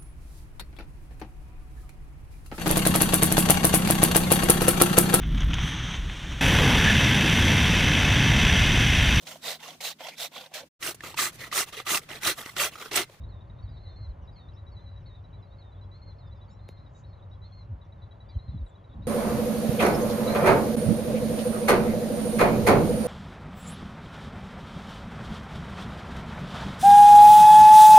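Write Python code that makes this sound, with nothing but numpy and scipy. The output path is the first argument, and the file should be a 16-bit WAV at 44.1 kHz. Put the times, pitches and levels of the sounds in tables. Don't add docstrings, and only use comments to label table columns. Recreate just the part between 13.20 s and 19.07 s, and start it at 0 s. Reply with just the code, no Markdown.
import sys
import numpy as np
from scipy import signal
from scipy.fft import rfft, irfft, next_fast_len
from scipy.io import wavfile
from scipy.ndimage import uniform_filter1d, map_coordinates

SR = 44100
rng = np.random.default_rng(int(sys.argv[2]) if len(sys.argv) > 2 else 0)


def wav_record(signal):
    frames = np.transpose(np.atleast_2d(signal))
    bounded = np.clip(frames, -1, 1)
    quanta = np.round(bounded * 32767).astype(np.int16)
    wavfile.write(sys.argv[1], SR, quanta)


N = 258867

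# t/s, rumble/dB, hush/dB
AIR_LEVELS = [(0.0, -41.5, -61.5), (0.65, -45, -61), (1.99, -47.5, -62), (4.5, -47, -62.5),
              (4.87, -48.5, -62), (5.23, -47, -61.5), (5.66, -52, -61.5), (5.87, -43, -60)]
# peak t/s, half width/s, f/Hz, push/dB, buffet/dB
EDDIES = [(0.037, 0.028, 60.67, -31.5, -76), (0.448, 0.0086, 80, -29, -72),
          (0.518, 0.0083, 80.2, -34.5, -66), (0.832, 0.019, 90.9, -35.5, -74), (0.898, 0.019, 62, -29, -67),
          (1.027, 0.013, 82.4, -36, -71), (4.53, 0.023, 87.9, -29.5, -49.5),
          (5.171, 0.0084, 75.6, -20, -42), (5.297, 0.012, 86.6, -27.5, -52),
          (5.362, 0.02, 106.3, -31.5, -48.5), (5.429, 0.019, 63.5, -27, -55),
          (5.704, 0.0083, 69.4, -37, -54.5), (5.774, 0.02, 65, -36.5, -46),
          (5.81, 0.0094, 85.9, -32.5, -58), (5.86, 0.019, 69.7, -32.5, -47)]
# f/Hz, relative density/dB
RUMBLE_SPECTRUM = [(13, -40), (22, -19.5), (48, -1), (98, 0), (111, -4), (129, -7.5), (146, -8.5),
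                   (243, -28.5), (400, -44.5), (520, -58.5), (880, -120)]
BUFFET_SPECTRUM = [(40, -24), (100, -5.5), (180, 8.5), (280, -3.5), (400, -18.5), (700, -61), (1500, -120)]
HUSH_SPECTRUM = [(120, -19), (280, 2), (500, 1.5), (575, 4.5), (660, 3.5), (1050, 1), (1400, -6.5),
                 (1900, -13), (2600, -19), (4000, -24), (5200, -34.5), (7200, -36), (9000, -38.5),
                 (14000, -50)]
HAZE_SPECTRUM = [(2000, -30), (3200, -6), (4000, -1), (5000, -10), (6200, -4.5), (7500, -25)]
RASP_SPECTRUM = [(2000, -64), (4500, -6), (5700, -6), (6500, 3.5), (7400, 0), (8800, -18), (12000, -41)]
# f/Hz, coherence/1
COHERENCE = [(50, 0.96), (150, 0.95), (280, 0.89), (500, 0.83), (1000, 0.56), (2000, 1), (4000, 0.94),
             (9000, 0.21)]
# f/Hz, left phase lead/rad
LEFT_LEAD = [(200, 0), (340, -0.17), (560, -1.46), (780, -1.8), (1290, -1.62), (2000, -0.22)]
# t/s, length/s, mid f/Hz, level/dB
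ANSWER_NOTES = [(.005, 0.028, 3730, -66), (0.042, .032, 3720, -72), (0.236, .035, 3490, -76),
                (0.347, .045, 3650, -75), (1.362, 0.019, 3640, -61.5), (1.59, 0.028, 3610, -69),
                (2.185, 0.024, 3520, -74), (2.3, 0.038, 3700, -69), (2.543, 0.033, 3420, -69),
                (2.562, 0.046, 3690, -70.5), (2.634, .03, 3370, -72), (2.743, .03, 3480, -73),
                (2.906, 0.046, 3470, -73.5), (3.071, 0.044, 3510, -74), (3.146, 0.083, 3590, -74),
                (3.233, 0.031, 3440, -72), (3.569, 0.048, 3875, -68), (3.969, 0.035, 3880, -70),
                (3.993, .025, 3430, -71), (4.007, .06, 3700, -77), (4.141, 0.02, 3970, -66),
                (4.131, 0.043, 3370, -75), (4.24, 0.036, 3680, -69), (4.295, 0.039, 3360, -73),
                (4.624, 0.045, 3510, -75), (4.777, 0.035, 3650, -71), (4.825, 0.044, 3580, -74.5),
                (4.913, .026, 3280, -72), (5.064, 0.046, 3550, -72), (5.097, 0.04, 3440, -73.5),
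                (5.308, 0.08, 3500, -73.5), (5.399, 0.034, 3670, -74), (5.475, 0.035, 3400, -73),
                (5.502, 0.059, 3520, -70), (5.572, 0.038, 3350, -72), (5.69, 0.042, 3810, -71),
                (5.692, .04, 3530, -72.5), (5.711, 0.045, 3430, -70)]
# t/s, length/s, f/Hz, level/dB
PIP_NOTES = [(0.036, 0.021, 3825, -57.5), (0.124, 0.029, 3795, -61.5), (0.209, 0.024, 3780, -60),
             (0.299, 0.017, 3805, -56.5), (0.388, 0.024, 3790, -60), (0.479, 0.028, 3760, -61),
             (0.566, 0.027, 3780, -60), (1.076, 0.03, 3840, -59), (1.287, 0.021, 3870, -59),
             (1.374, 0.033, 3890, -59.5), (1.467, 0.03, 3865, -58.5), (1.567, 0.029, 3955, -55),
             (1.663, 0.04, 3940, -59.5), (1.762, 0.03, 3870, -58.5), (1.857, 0.027, 3830, -63),
             (1.95, 0.022, 3890, -59), (2.041, 0.028, 3900, -62.5), (2.13, 0.038, 3907, -62),
             (2.227, 0.026, 3950, -61.5), (2.325, 0.031, 3880, -62), (2.422, 0.016, 3823, -56.5),
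             (2.519, 0.025, 3920, -63.5), (2.613, 0.036, 3960, -61), (3.214, 0.03, 3870, -60),
             (3.302, 0.028, 3790, -64), (3.393, 0.021, 3690, -67), (3.482, 0.027, 3800, -62),
             (3.571, 0.023, 3770, -67), (3.663, 0.024, 3800, -60.5), (3.749, 0.031, 3804, -62.5),
             (3.838, 0.025, 3840, -62.5), (3.932, 0.023, 3840, -62.0), (4.026, 0.021, 3820, -60.5),
             (4.115, 0.033, 3840, -59.5), (4.615, 0.023, 3835, -61.5), (4.724, 0.016, 3860, -60),
             (4.82, 0.029, 3907, -58.5), (4.911, 0.027, 3880, -58), (5.005, 0.028, 3910, -56.5),
             (5.093, 0.034, 3890, -59.5), (5.188, 0.024, 3875, -56.5), (5.282, 0.03, 3890, -57),
             (5.377, 0.02, 3860, -58.5), (5.464, 0.018, 3855, -60.5), (5.553, 0.021, 3830, -63),
             (5.642, 0.021, 3850, -61.5), (5.729, 0.021, 3820, -61.5), (5.821, 0.022, 3800, -62)]
# t/s, length/s, nominal crest f/Hz, knee f/Hz, mid-tail f/Hz, end f/Hz, crest/dB, tail/dB
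SLUR_NOTES = [(.086, .135, 4250, 3800, 3610, 3520, -64.5, -68),
              (0.423, .44, 4530, 3810, 4120, 3960, -62.5, -65.5),
              (0.488, .16, 4850, 4390, 4340, 4240, -70, -72),
              (0.629, .145, 4290, 3820, 3650, 3570, -62, -65.5),
              (1.121, 0.12, 4850, 4470, 4390, 4370, -72, -68),
              (1.159, .15, 4300, 3780, 3610, 3580, -58.5, -66),
              (1.515, .27, 4450, 3966, 4046, 3794, -64, -65),
              (1.858, .155, 4350, 3800, 3670, 3540, -59.5, -64.5),
              (2.382, .14, 4350, 3810, 3660, 3560, -62, -66),
              (2.983, .145, 4300, 3760, 3600, 3480, -63.5, -67.5),
              (3.28, .4, 4540, 3870, 4185, 3970, -69, -65), (5.087, .31, 4740, 3984, 4154, 3910, -62, -66)]
# t/s, length/s, mid f/Hz, glide/share of f, level/dB
CHIRP_NOTES = [(.37, .055, 4300, .035, -78), (0.885, 0.042, 4160, -0.097, -66),
               (1.33, 0.045, 5310, 0.15, -71.5), (2.273, .085, 4330, .03, -79),
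               (2.773, 0.045, 4380, -0.028, -75.5), (2.938, .05, 4370, 0.043, -78),
               (3.059, 0.036, 4980, -0.068, -77), (3.156, .028, 5080, -0.01, -77),
               (3.109, 0.035, 3950, 0.053, -61), (3.292, 0.058, 7100, 0.085, -74),
               (3.298, 0.069, 5440, 0.12, -74), (3.837, 0.16, 4240, -0.081, -71),
               (5.436, 0.088, 8840, -0.17, -80), (5.459, 0.054, 7740, -0.0012, -74),
               (5.831, 0.043, 3980, -0.1, -65)]
# delay/s, f/Hz, relative level/dB
PHRASE_SHAPE = [
    [(0, 3914, -2), (.02, 3970, 2), (.046, 4290, 0), (.06, 4240, -6), (.072, 4060, -4.5)],
    [(.103, 4120, 0), (.118, 4320, 2), (.136, 4240, -5.5), (.146, 4220, -8.5), (.16, 4250, 0),
     (.19, 4176, 2.5), (.208, 4010, -2), (.224, 3820, -9)],
]
# t/s, level/dB
PHRASE_CALLS = [(.656, -57), (2.713, -59.5), (4.217, -59)]
# t/s, length/s, start f/Hz, fall/share of f, level/dB, relative overtone/dB
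CHIP_NOTES = [(1.013, 0.048, 3050, 0.13, -75, -7.5), (1.154, 0.036, 3370, 0.33, -72.5, -20),
              (1.316, 0.029, 3370, 0.36, -72.5, -16), (1.8, 0.049, 3100, 0.22, -76.5, -7),
              (2.102, 0.05, 3050, 0.29, -76, -18), (2.217, 0.073, 2630, 0.3, -83, 4),
              (5.044, 0.022, 3100, 0.11, -77, -19), (5.092, 0.033, 2400, 0.056, -73.5, -26.5),
              (5.142, 0.027, 3220, 0.09, -70, -16)]
# f/Hz, t60/s
SHORE_T60 = [(500, .16), (4000, .18), (10000, .05)]


def amp(db):
    return 10 ** (np.asarray(db) / 20)


def unit(x):
    return x / np.sqrt(np.mean(x ** 2) + 1e-20)


def clock(length_s):
    return np.arange(int(length_s * SR)) / SR


def along(points, hz):
    f, values = np.transpose(points)
    return np.interp(np.log(hz + 1), np.log(f + 1), values)


def glide(t, times, values):
    return uniform_filter1d(np.interp(t, times, values), size=400, mode="nearest")


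def wobble(rate_hz, size=N):
    knots = rng.standard_normal(int(size * rate_hz / SR) + 4)
    return map_coordinates(knots, [np.arange(size) * rate_hz / SR])


def filtered(x, response):
    size = next_fast_len(N + SR // 2)
    return irfft(rfft(x, size) * response(np.fft.rfftfreq(size, 1 / SR)), size)[..., :N]


def add(track, start_s, sound):
    part = track[max(round(start_s * SR), 0):][:len(sound)]
    part += sound[:len(part)]


def from_the_side(x, lead_us=20, pan_db=0.15):
    sides = np.array([[1], [-1]])
    return amp(pan_db * sides) * filtered(x, lambda hz: np.exp(1j * np.pi * hz * sides * lead_us / 1e6))


def rush(spectrum, patchy_db):
    def mid_side_gains(hz):
        angle = np.arccos(np.clip(along(COHERENCE, hz), -1, 1)) / 2
        return amp(along(spectrum, hz)) * [np.cos(angle), np.sin(angle)]

    bins = signal.stft(rng.standard_normal((2, N)), nperseg=512)[2]
    patches = uniform_filter1d(rng.standard_normal(bins.shape[1:]), size=5, axis=0)
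    patches = unit(uniform_filter1d(patches, size=16, axis=1))
    pair = signal.istft(bins * amp(patchy_db * patches), nperseg=512)[1][:, :N]
    mid, side = filtered(pair, mid_side_gains)
    stereo = np.array([mid + side, mid - side])
    return unit(filtered(stereo, lambda hz: np.exp(.5j * along(LEFT_LEAD, hz) * [[1], [-1]])))


def note(t, hz, attack_s, release_s, waver, under_db, over_db, rough, flutter_db=2.15):
    jitter, flutter, grain = (wobble(rate_hz, SR // 2)[:len(t)] for rate_hz in (250, 130, 1500))
    phase = np.pi * np.cumsum(hz * (1 + waver * jitter)) / SR
    onset = np.sin(np.pi / 2 * np.clip(t / attack_s, 0, 1))
    fade = np.sin(np.pi / 2 * np.clip((t[-1] - t) / release_s, 0, 1)) ** 2
    tone = np.sin(2 * phase) + amp(under_db) * np.sin(phase) + amp(over_db) * np.sin(3 * phase)
    return onset * fade * amp(flutter_db * flutter) * (1 + rough * grain) * tone


def air(drone_hz=99, hum_hz=565, hum_width_hz=32, buffet_lead_s=.0021, buffet_spread=1.49):
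    t = np.arange(N) / SR
    times, *levels = np.transpose(AIR_LEVELS)
    rumble_db, hush_db = (np.interp(t, times, level) for level in levels)
    flares = sum(amp(db) * np.exp(-((t + buffet_lead_s - peak_s) / (buffet_spread * width_s)) ** 2)
                 for peak_s, width_s, _, _, db in EDDIES)
    rumble = amp(rumble_db + 0.57 + 0.97 * wobble(6.5)) * rush(RUMBLE_SPECTRUM, patchy_db=1)
    buffet = (amp(rumble_db - 18) + flares) * amp(1.8 * wobble(25)) * rush(BUFFET_SPECTRUM, patchy_db=2.5)
    hush = amp(hush_db + 3) * rush(HUSH_SPECTRUM, patchy_db=0.87)
    drone_gain = amp(-48.5 + 0.64 * wobble(7.4))
    drone = drone_gain * np.sin(2 * np.pi * np.cumsum(drone_hz + 2.54 * wobble(14)) / SR)
    hum = filtered(rng.standard_normal(N), lambda hz: np.exp(-((hz - hum_hz) / hum_width_hz) ** 2))
    return from_the_side(rumble + drone + amp(-72) * unit(hum), lead_us=23, pan_db=0.52) + buffet + hush


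def puffs(port_skew_rad=0.2, slowing=0.3867):
    out, t = np.zeros((2, N)), np.arange(N) / SR
    for peak_s, width_s, hz, db, _ in EDDIES:
        u = np.arange(-7 * width_s, 7 * width_s, 1 / SR) / width_s
        phase = 2 * np.pi * (np.cumsum(hz * (1 - slowing * np.tanh(u))) / SR + rng.random())
        for port, skew in zip(out, port_skew_rad * rng.standard_normal(2)):
            push = amp(db) * np.sin(phase + skew) / np.cosh(1.27 * u)
            port += np.interp(t, peak_s + u * width_s, push, left=0, right=0)
    return out


def answers(sink_per_s=.7):
    out = np.zeros(N)
    for start_s, length_s, hz, db in ANSWER_NOTES:
        t = clock(length_s)
        pitch_hz = hz * (1 - sink_per_s * (t - length_s / 2))
        tone = note(t, pitch_hz, attack_s=.008, release_s=.014, waver=.008,
                    under_db=-15, over_db=-30, rough=.18)
        add(out, start_s, amp(db) * tone)
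    return out


def shore_echo(calls):
    out, t = np.zeros((2, N)), np.arange(N) / SR
    centres_s, step_s = np.linspace(0, N / SR, num=12, retstep=True)
    for centre_s in centres_s:
        hz, age_s, bins = signal.stft(rng.standard_normal((2, SR // 3)), SR, nperseg=256)
        decay = amp(-60 * age_s / along(SHORE_T60, hz)[:, None])
        tail = signal.istft(bins * decay, SR, nperseg=256)[1]
        crossfade = np.clip(1 - abs(t - centre_s) / step_s, 0, 1)
        out += signal.oaconvolve((calls * crossfade)[None], tail / np.linalg.norm(tail[0]), axes=1)[:, :N]
    return out


def haze(calls, db=-24, lag_s=.028):
    envelope = np.sqrt(np.abs(uniform_filter1d(calls ** 2, size=2600)))
    lagged = np.interp(np.arange(N) - lag_s * SR, np.arange(N), envelope)
    return amp(db) * lagged * rush(HAZE_SPECTRUM, patchy_db=7)


def pips(arch=.004, tilt=.004, trail_s=.0053):
    out = np.zeros(N)
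    for start_s, length_s, hz, db in PIP_NOTES:
        t = clock(length_s + trail_s)
        bow = arch * (1 + rng.standard_normal() / 2)
        rise = tilt * rng.standard_normal()
        pitch_hz = hz * glide(t, [0, t[-1] / 2, t[-1]], [1 - bow - rise, 1 + bow / 2, 1 - bow + rise])
        tone = note(t, pitch_hz, attack_s=.0023, release_s=.019, waver=.0032,
                    under_db=-14.5, over_db=-31, rough=.038, flutter_db=1.5)
        add(out, start_s - .001, amp(db) * tone)
    return out


def bank_slap(calls, delay_s=.031, db=-17.5):
    return amp(db) * filtered(calls, lambda hz: np.exp(-2j * np.pi * hz * delay_s))


def far_twitter(count=44, low_hz=3400, range_hz=2500, base_db=-85, fall=.07, high_loss_db=7):
    out = np.zeros(N)
    for slot, (offset, span, height, loudness) in enumerate(rng.random((count, 4))):
        t = clock(.033 + .05 * span)
        pitch_hz = (low_hz + range_hz * height) * (1 - fall * t / t[-1])
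        level_db = base_db + 5 * loudness - high_loss_db * height
        tone = note(t, pitch_hz, attack_s=.008, release_s=.012, waver=.025,
                    under_db=-12.5, over_db=-28, rough=1)
        add(out, (slot + offset) / count * N / SR, amp(level_db) * tone)
    return out


def slurs(crest_s=.012, knee_s=.044, fade_db=-7):
    out = np.zeros(N)
    for start_s, length_s, crest_hz, knee_hz, mid_hz, end_hz, crest_db, tail_db in SLUR_NOTES:
        t = clock(length_s)
        tail_share = np.clip((t - knee_s) / (length_s - knee_s), 0, 1)
        bow_hz = (mid_hz - (knee_hz + end_hz) / 2) * np.sin(np.pi * tail_share)
        pitch_hz = bow_hz + glide(t, [0, crest_s, knee_s, length_s],
                                  [.97 * crest_hz, 1.02 * crest_hz, knee_hz, end_hz])
        knee_db = crest_db - 18 * length_s
        level_db = glide(t, [0, crest_s, knee_s, (knee_s + length_s) / 2, length_s],
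                         [crest_db, crest_db, knee_db, tail_db, tail_db + fade_db])
        strain = np.interp(pitch_hz, [4200, 4800], [0, 1])
        tone = note(t, pitch_hz, attack_s=.0057, release_s=.022, waver=.002 + .004 * strain,
                    under_db=-11, over_db=-35.5, rough=.07 + .1 * strain, flutter_db=-.1)
        add(out, start_s, amp(level_db) * tone)
    return out


def chirps(arch=.031, hoarse_range_hz=(4400, 6500)):
    out, u = np.zeros(N), np.linspace(-1, 1, num=7)
    for start_s, length_s, hz, tilt, db in CHIRP_NOTES:
        t = clock(length_s)
        knots_hz = hz * (1 + tilt * u / 2 - arch * u ** 2)
        pitch_hz = glide(t, np.linspace(0, length_s, len(u)), knots_hz)
        strain = np.interp(np.mean(knots_hz), hoarse_range_hz, [0, 1])
        tone = note(t, pitch_hz, attack_s=.26 * length_s, release_s=.28 * length_s,
                    waver=.005 + .011 * strain, under_db=-15.5, over_db=-31, rough=.1 + .35 * strain)
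        add(out, start_s, amp(db) * tone)
    return out


def phrases():
    out = np.zeros(N)
    for start_s, db in PHRASE_CALLS:
        for points in PHRASE_SHAPE:
            delays_s, knots_hz, knots_db = np.transpose(points)
            t = clock(delays_s[-1] - delays_s[0])
            pitch_hz = glide(t + delays_s[0], delays_s, knots_hz)
            level_db = db + glide(t + delays_s[0], delays_s, knots_db)
            tone = note(t, pitch_hz, attack_s=.004, release_s=.009, waver=.003,
                        under_db=-14.5, over_db=-30.5, rough=.083, flutter_db=1.4)
            add(out, start_s + delays_s[0], amp(level_db) * tone)
    return out


def chips():
    out = np.zeros(N)
    for start_s, length_s, hz, fall, db, overtone_db in CHIP_NOTES:
        t = clock(length_s)
        overtone_hz = 2 * hz * (1 - fall * (t / length_s) ** 1.3)
        tone = note(t, overtone_hz, attack_s=.0046, release_s=.0033, waver=.01,
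                    under_db=-overtone_db, over_db=-26.5, rough=.27)
        add(out, start_s, amp(db + overtone_db) * tone)
    return out


def tick(at_s=3.4897, crack_hz=2100, knock_hz=760, knock_fall_s=.0045, knock_t60_s=.055):
    out, t = np.zeros(N), clock(.05)
    scrape = amp(-63 - 60 * t / .15) * rng.standard_normal(len(t))
    crack = amp(-38 - 60 * t / .0029) * np.cos(2 * np.pi * crack_hz * t)
    snap = amp(-42 - 60 * t / .0022) * rng.standard_normal(len(t))
    knock_cycles = knock_hz * knock_fall_s * (1 - np.exp(-t / knock_fall_s))
    knock = amp(-39 - 60 * t / knock_t60_s) * np.sin(2 * np.pi * knock_cycles)
    lowpass = signal.butter(4, knock_hz, fs=SR, output="sos")
    add(out, at_s - .005, scrape)
    add(out, at_s - .0004, snap + signal.sosfilt(lowpass, knock))
    add(out, at_s, crack)
    return filtered(out, lambda hz: amp(along([(7000, 0.5), (10000, -3), (14000, -6)], hz)))


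def rasp(peak_s=3.792, rise_s=.052, fall_s=.028, db=-70.5):
    t = np.arange(N) / SR - peak_s
    swell = np.exp(-(t / np.where(t < 0, rise_s, fall_s)) ** 2)
    return amp(db) * swell * rush(RASP_SPECTRUM, patchy_db=1)


def scene():
    near = pips() + slurs() + phrases() + chirps()
    far = answers() + chips() + far_twitter()
    birds = from_the_side(near + far + bank_slap(near))
    echo = amp(-16) * shore_echo(near + 2 * far)
    return birds + echo + haze(near + far) + air() + puffs() + tick() + rasp()


def record(dry, notch_hz=8250, width_hz=480, notch_db=-18, bass_hz=30, top_hz=15500):
    def response(hz):
        notch = amp(notch_db * np.exp(-((hz - notch_hz) / width_hz) ** 2))
        highpass = hz ** 2 / np.sqrt(hz ** 4 + bass_hz ** 4)
        return notch * highpass * (hz < top_hz)

    return filtered(dry, response)


dry = scene()
out = record(dry)
wav_record(out)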